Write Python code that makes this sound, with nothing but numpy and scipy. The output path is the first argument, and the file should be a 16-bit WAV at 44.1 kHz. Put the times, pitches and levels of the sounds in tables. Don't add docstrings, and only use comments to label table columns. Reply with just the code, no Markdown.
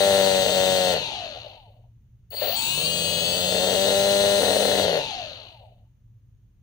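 import sys
import numpy as np
from scipy import signal
from scipy.fft import rfft, irfft, next_fast_len
from scipy.io import wavfile
from scipy.ndimage import uniform_filter1d

SR = 44100
rng = np.random.default_rng(int(sys.argv[2]) if len(sys.argv) > 2 else 0)


def master_out(mix):
    frames = np.transpose(np.atleast_2d(mix))
    ceiling = np.clip(frames, -1, 1)
    pcm = np.round(ceiling * 32767).astype(np.int16)
    wavfile.write(sys.argv[1], SR, pcm)


def level_to_linear(level):
    exponent = np.asarray(level, float) / 20
    return 10 ** exponent


N = 291942
T = np.arange(N) / SR

# [start_s, strength_db]
HOPS = [
    [(0, -23), (.24, -23), (.54, -28.5), (.57, -25), (.95, -27.5), (1.01, -40.5), (1.1, -53.5)],
    [(2.3, -89), (2.32, -40), (2.39, -53.5), (2.41, -33), (2.49, -32), (2.56, -63.5)],
    [(2.77, -41.5), (3.5, -33.5), (3.53, -30), (3.88, -26), (4.3, -24.5), (4.4, -25.5), (4.98, -27.5),
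     (5.03, -40), (5.12, -64.5)],
]
# [on_s, blind_end_s, off_s]
POWERED = [
    (-1, -1, .94),
    (2.303, 2.562, 4.85),
]
# [speed_turns_per_s, unbalance_hum_db, magnet_cogging_db, clean_order_share_0_to_1]
SHAKE = [(0, -95, -93, .08), (9.9, -71.5, -56.5, .08), (30.4, -72, -45.5, .08), (55, -72.5, -40, .12),
         (78.2, -57, -39, .25), (96.8, -61, -33, .4), (135, -51, -37, .68), (155, -41, -34.5, .9),
         (163, -37.5, -51.5, .96), (210, -36, -60, .96)]


def evened(x):
    return x / np.sqrt(np.mean(x ** 2) + 1e-20)


def read(points, hz):
    f, value = np.transpose(points)
    return np.interp(np.log(hz + 1), np.log(f + 1), value)


def curve(rows, column, off=-120., t=T):
    rows = np.array(rows)
    return np.interp(t, rows[:, 0], rows[:, column], off, off)


def spells(tables, column, off=-120.):
    return np.max([curve(rows, column, off) for rows in tables], axis=0)


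def between(start_s, end_s):
    return (T > start_s) & (T < end_s)


def bumps(modes, hz):
    return sum(db / (1 + (2 * (hz - f) / width) ** 2) for f, width, db in modes)


def wander(hz):
    return evened(signal.sosfilt(signal.butter(2, hz, fs=SR, output="sos"), rng.standard_normal(N)))


FLUTTER = wander(hz=9)


def line(angle_turns, flutter_db):
    flutter = level_to_linear(flutter_db * np.roll(FLUTTER, rng.integers(N)))
    return np.sqrt(2) * np.sin(2 * np.pi * (angle_turns + rng.random())) * flutter


def shaped_noise(shape_db, patchy_db):
    frames = N // 128 + 5
    re, im = rng.standard_normal((2, frames, 257)).transpose(0, 2, 1)
    patches = uniform_filter1d(rng.standard_normal((frames, 257)).T, 5, 0)
    patches = evened(uniform_filter1d(patches, 12, 1))
    bins = (re + 1j * im) * level_to_linear(shape_db + patchy_db * patches)
    return evened(signal.istft(bins, nperseg=512, noverlap=384)[1][:N])


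def room():
    # [hz, db_per_hz]
    room_db = [(12, -49), (20, -8.5), (86, -12.5), (116, -2), (150, -27), (182, -22.5), (216, -27),
               (241, -32.5), (660, -50.5), (3440, -56.5), (5080, -63), (6540, -54), (7950, -76),
               (11400, -65.5), (16000, -70.5)]
    # [hz, left_right_likeness]
    room_same = [(60, 0.97), (240, 0.94), (950, 0.25), (3770, 0.14), (15000, 0.071)]
    hz = np.fft.rfftfreq(N, 1 / SR)
    a, b = rfft(rng.standard_normal((2, N)))
    same = np.clip(read(room_same, hz), -1, 1)
    pair = np.array([a, same * a + np.sqrt(1 - same ** 2) * b])
    return level_to_linear(-53) * evened(irfft(pair * level_to_linear(read(room_db, hz)), N))


def turns():
    # [start_s, speed_turns_per_s]
    throttle = [
        [(0, 196.5), (.1, 195.6), (.45, 187), (.7, 187.6), (.9, 181.3)],
        [(2.3, 0), (2.57, 126), (2.68, 143), (2.8, 156.9), (2.93, 168), (3.15, 170.2), (3.6, 184.5), (3.8, 193),
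         (4, 197.5), (4.2, 199.7), (4.62, 201.8), (4.72, 200), (4.84, 190.8)],
    ]
    drag_per_s, friction_turns_per_s = 1.1, 80
    speed = spells(throttle, 1, 0)
    for rows in throttle:
        off_s, last = rows[-1]
        coast = (last + friction_turns_per_s) * np.exp(-drag_per_s * (T - off_s)) - friction_turns_per_s
        speed = np.maximum(speed, coast * (T > off_s))
    speed = speed * (1 + .001 * wander(hz=25))
    return speed, np.cumsum(speed) / SR


def controller(speed, angle):
    half_orders = (0, 7, -7, 10.74, 21, .5, -.5, 1)
    half_db = (-2, 0, -3, -20, -19, -13, -14, -15)
    full_orders = (0, -7, -21, -28, .5, 1, -1, -1.5)
    full_db = (0, -12, -23, -22, -9, -10, -12, -14)
    # [time_from_its_end_s, full_rate_switching_db, housing_ring_db]
    blind_start = [(-.257, -42, -49), (-.2, -34, -26), (-.11, -28, -35), (-.007, -28, -23.5),
                   (.003, -54.5, -24.5), (.09, -76, -26.5), (.24, -86.5, -49.5)]
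    power_db = (0.7, 1.4)
    carrier_hz, sag_hz_per_turn, blind_hz = 7807, .43, 12
    close_s, close_db = 0.22, -5.5

    blind = sum(between(on, locked) for on, locked, _ in POWERED)
    carrier = np.cumsum(carrier_hz - sag_hz_per_turn * speed + blind_hz * blind) / SR
    half = sum(level_to_linear(db) * line(carrier + k * angle, flutter_db=.5) for k, db in zip(half_orders, half_db))
    full = sum(level_to_linear(db) * line(2 * carrier + k * angle, flutter_db=1) for k, db in zip(full_orders, full_db))
    full += level_to_linear(-8.5) * wander(hz=200) * np.cos(4 * np.pi * carrier)
    ring = wander(hz=110) * np.cos(2 * np.pi * 4400 * T)

    run = 0
    for (_, locked, off), db in zip(POWERED, power_db):
        closing = np.clip(1 - (off - T) / close_s, 0, 1)
        run = run + between(locked, off) * level_to_linear(db + close_db * closing)
    switching, kick = (sum(level_to_linear(curve(blind_start, k, t=T - locked)) for _, locked, _ in POWERED)
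                       for k in (1, 2))
    half *= run * level_to_linear(-36.5 - 0.039 * (speed - 169))
    full *= run * level_to_linear(-37 - .1 * (speed - 168)) + switching
    return half + full + kick * ring


def hums(speed, angle):
    cog_orders = (6, 6.5, 7, 7.5, 14, 21, 28)
    cog_db = (-8, -1, 0, -12, -15, -11, -13)
    bloom_hz, bloom_width_hz = 763, 183
    hz = np.fft.rfftfreq(512, 1 / SR)[:, None]
    rumble = shaped_noise(-14. * np.log2(hz / 150 + .01) ** 2, patchy_db=1.0)
    rumble = signal.sosfilt(signal.butter(4, 55, "high", fs=SR, output="sos"), rumble)
    shake = line(angle, flutter_db=0.0) + level_to_linear(-10.5) * line(angle / 2, flutter_db=2.5) + level_to_linear(-4.5) * rumble
    hum = level_to_linear(curve(SHAKE, 1, t=speed)) * shake

    cogs = 0
    for k, db in zip(cog_orders, cog_db):
        bloom = 1 / (1 + ((k * speed - bloom_hz) / bloom_width_hz) ** 6)
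        cogs = cogs + level_to_linear(db) * bloom * line(k * angle, flutter_db=1.5)
    murmur = shaped_noise(-60. * np.log2(hz / 680 + 0.03) ** 2, patchy_db=7.0)
    cogs = cogs / np.sqrt(uniform_filter1d(cogs ** 2, 4000) + 1) + .3 * murmur
    return hum + level_to_linear(curve(SHAKE, 2, t=speed)) * cogs


def hop_db():
    return uniform_filter1d(np.maximum(spells(HOPS, 1), -120), size=200)


def per_spell(values):
    return sum(v * between(rows[0][0], rows[-1][0]) for rows, v in zip(HOPS, values))


def rattle(angle):
    # [start_s, end_s, extra_scatter_turns, stray_strikes_per_s]
    stumbles = [(0.441, 0.527, 0.23, 40), (0.943, 1.122, 0.28, 60), (2.292, 2.377, 0.64, 230),
                (2.371, 2.558, 0.53, 630), (2.77, 3.475, 0.037, 5), (3.471, 3.595, .3, 60),
                (3.654, 3.75, .07, 10), (3.858, 3.911, 0.15, 30), (4.397, 5.118, .3, 60)]
    # [hz, width_hz, level_db]
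    boards = [(288, 73, -10.5), (440.6, 110, -10.5), (471, 96, -2.5), (584.7, 142.6, 4), (700, 98, -6.5),
              (814.5, 250, -18), (936, 20, -33), (1403, 160, -19.5), (1516, 98, -18.5), (1815, 450, -16.5),
              (2038, 290, -23)]
    weak_hop = (.38, .55, .5)
    thud_db = (-8, -9, -2)
    scatter_turns, thud_hz, thin_hz = .018, 462.6, 260

    scatter = scatter_turns + sum(extra * between(a, b) for a, b, extra, _ in stumbles)
    strays_per_s = sum(rate * between(a, b) for a, b, _, rate in stumbles)
    at = np.flatnonzero(np.diff(np.floor(angle)) > 0)
    late, size = rng.standard_normal((len(at), 2)).T
    weak = np.where(np.arange(len(at)) % 2, per_spell(weak_hop)[at], 1)
    blows = (rng.random(N) < strays_per_s / SR) * rng.random(N)
    struck = np.clip(at + (scatter[at] * late * np.gradient(at)).astype(int), 0, N - 1)
    np.add.at(blows, struck, weak * level_to_linear((1 + 6 * scatter[at]) * size))

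    t = np.arange(2000) / SR
    ring = 0
    for hz, width, db in boards:
        swell = width ** 2 * t * np.exp(-np.pi * width * t)
        ring = ring + level_to_linear(db) * swell * np.sin(2 * np.pi * (hz * t + rng.random()))
    knock = signal.oaconvolve(blows, ring)[:N]
    knock = signal.sosfilt(signal.butter(3, thin_hz, "high", fs=SR, output="sos"), knock)
    thud = signal.sosfiltfilt(signal.butter(3, thud_hz, fs=SR, output="sos"), knock)
    knock = knock + thud * (level_to_linear(per_spell(thud_db)) - 1)
    tick = signal.oaconvolve(blows, np.exp(-t[:900] / .004))[:N] * np.diff(rng.standard_normal(N + 1))
    steady = np.sqrt(uniform_filter1d(knock ** 2, 2600) + 1e-2 * np.mean(knock ** 2))
    strike = (knock + level_to_linear(-21.5) * evened(tick) * np.std(knock)) / steady
    return level_to_linear(hop_db() + 6.5) * strike


def housing_db(hz):
    # [hz, db_per_hz]
    housing = [(500, -13), (850, -16), (1490, -17), (2130, -21), (2750, -2), (2820, -2.5), (3120, -4),
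               (3210, -5), (3820, -5.5), (4230, -2), (4890, -9.5), (5080, -12.5), (6560, -8), (7330, -21),
               (7600, -22), (9880, -21.5), (16700, -120)]
    # [hz, width_hz, level_db]
    housing_modes = [(2760, 1500, 0.5), (3787, 400, 4.5), (4295, 130, 5), (4927, 51, -7), (5480, 930, -1)]
    return read(housing, hz) + bumps(housing_modes, hz)


def order_db(hz):
    return .8 * housing_db(hz) + bumps([(4530, 130, 7)], hz) - 10 / (1 + (4950 / (hz + 1)) ** 30)


def clean_orders(speed, angle, hop):
    bearing_orders = [2.147 * k for k in range(5, 14)]
    magnet_orders = [7, 14, 16.2, 24.6, 27, 28]
    levels_db = (-8, -15, -3, 1, 2, -12, -4, -2, -3, -13, -16, -13, -11, -11, -5)
    rocking_orders = (18.5, 21)
    rocking_db = (-14, -9)
    hop_lift_db = 9
    clean = 0
    for k, db in zip(bearing_orders + magnet_orders, levels_db):
        clean = clean + level_to_linear(db + order_db(k * speed)) * line(k * angle, flutter_db=1.5)
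    for k, db in zip(rocking_orders, rocking_db):
        level = level_to_linear(db + hop_lift_db * hop + order_db(k * speed))
        clean = clean + level * line(k * angle, flutter_db=1.5)
    return clean / np.sqrt(uniform_filter1d(clean ** 2, 16000) + 0.06)


def whirr(speed, angle):
    # [hz, db_per_hz]
    air_shape = [(4240, -45), (7200, -10), (7390, -15), (7470, -15), (8000, -19), (8080, -7), (10200, -11),
                 (11100, -21.5), (14600, -12), (15000, -6), (15800, -25.5)]
    # [hz, width_hz, level_db]
    coasting = [(1100, 2500, -6.5), (2100, 620, 18.5), (2980, 250, 11), (3200, 130, -6.5),
                (4230, 360, -1.5), (5220, 900, -14.5)]
    # [speed_turns_per_s, whirr_db, air_hiss_db]
    driven = [(0, -84, -65), (12, -46, -60), (25.6, -48, -52.5), (55, -34, -51), (117.2, -33.5, -54),
              (139, -31.5, -45.5), (153.6, -28.5, -48.5), (206.2, -28.5, -49.5)]
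    free = [(0, -100, -100), (11, -84.5, -97), (50.2, -52, -84), (75, -44, -78.5), (111, -37.5, -74),
            (135, -34.5, -66), (166.3, -32, -60), (206.5, -26.5, -52.5)]
    hop_blur = 0.36

    hz = np.fft.rfftfreq(512, 1 / SR)[:, None]
    frame_s = np.arange(N // 128 + 5) * 128 / SR
    slow = 1 - np.interp(frame_s, T, speed) / 200
    octaves = np.log2(hz / 3500 + 0.0038)
    dulling_db = slow * (0.73 * octaves + (7.3 + 38.0 * slow) * np.maximum(octaves - .35, 0))
    colour_db = abs(slow) ** 2.4 * bumps(coasting, hz)
    rolling = shaped_noise(housing_db(hz) - dulling_db + colour_db, patchy_db=0.5)
    rolling /= np.sqrt(uniform_filter1d(rolling ** 2, 8000) + 1e-3)
    rolling *= 1 + 0.29 * np.cos(2 * np.pi * angle)

    hop = level_to_linear(hop_db() + 24.5)
    clean = clean_orders(speed, angle, hop)
    share = np.clip(curve(SHAKE, 3, t=speed) - hop_blur * hop, 0, .99)
    body = np.sqrt(1 - share ** 2) * rolling + share * clean
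    top_db = 13.0 * slow / (1 + ((hz - 14600) / 900) ** 2)
    air = shaped_noise(read(air_shape, hz) + top_db, patchy_db=2.5)

    on = uniform_filter1d(1. * sum(between(a, b) for a, _, b in POWERED), size=300)
    body_db, air_db = (on * curve(driven, k, t=speed) + (1 - on) * curve(free, k, t=speed) for k in (1, 2))
    return level_to_linear(body_db + 6.0) * body + level_to_linear(air_db + 11.5 + 3.1 * hop) * air


def ports(x):
    # [hz, left_right_likeness]
    port_same = [(100, .92), (600, .92), (1500, .65), (2800, .62), (5000, .6), (9000, .5), (15000, .8)]
    # [hz, left_over_right_db]
    left_louder = [(60, 1.5), (120, 2.5), (240, 2.0), (480, 6.0), (950, 3.0), (1890, 8.0), (3770, 8.0),
                   (7520, 7.0), (15000, 12.0)]
    delay_s, echo_decay_s = 0.00018, .05
    size = next_fast_len(N + 8000)
    hz = np.fft.rfftfreq(size, 1 / SR)
    same = np.clip(read(port_same, hz), 0, 1)
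    echoes = rng.standard_normal(8000) * np.exp(-np.arange(8000) / SR / echo_decay_s)
    reflected = rfft(echoes / np.linalg.norm(echoes), size)
    late = same * np.exp(-2j * np.pi * hz * delay_s) + np.sqrt(1 - same ** 2) * reflected
    left = rfft(x, size) * level_to_linear(bumps([(6900, 170, -1.0)], hz))
    right = left * late * level_to_linear(-.5 - read(left_louder, hz))
    return irfft(np.array([left, right]), size)[:, :N]


def scene():
    speed, angle = turns()
    motor = whirr(speed, angle) + rattle(angle) + hums(speed, angle) + controller(speed, angle)
    return ports(motor) + room()


def low_pass(x):
    return signal.sosfilt(signal.butter(12, 16760, fs=SR, output="sos"), x)


def record(dry):
    dry = signal.sosfilt(signal.butter(4, 32, "high", fs=SR, output="sos"), dry)
    edge = signal.firwin(511, 15750, window=("kaiser", 9), fs=SR)
    mix = signal.oaconvolve(dry, edge[None], "same", axes=1)
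    return low_pass(mix)


dry = scene()
out = record(dry)
master_out(out)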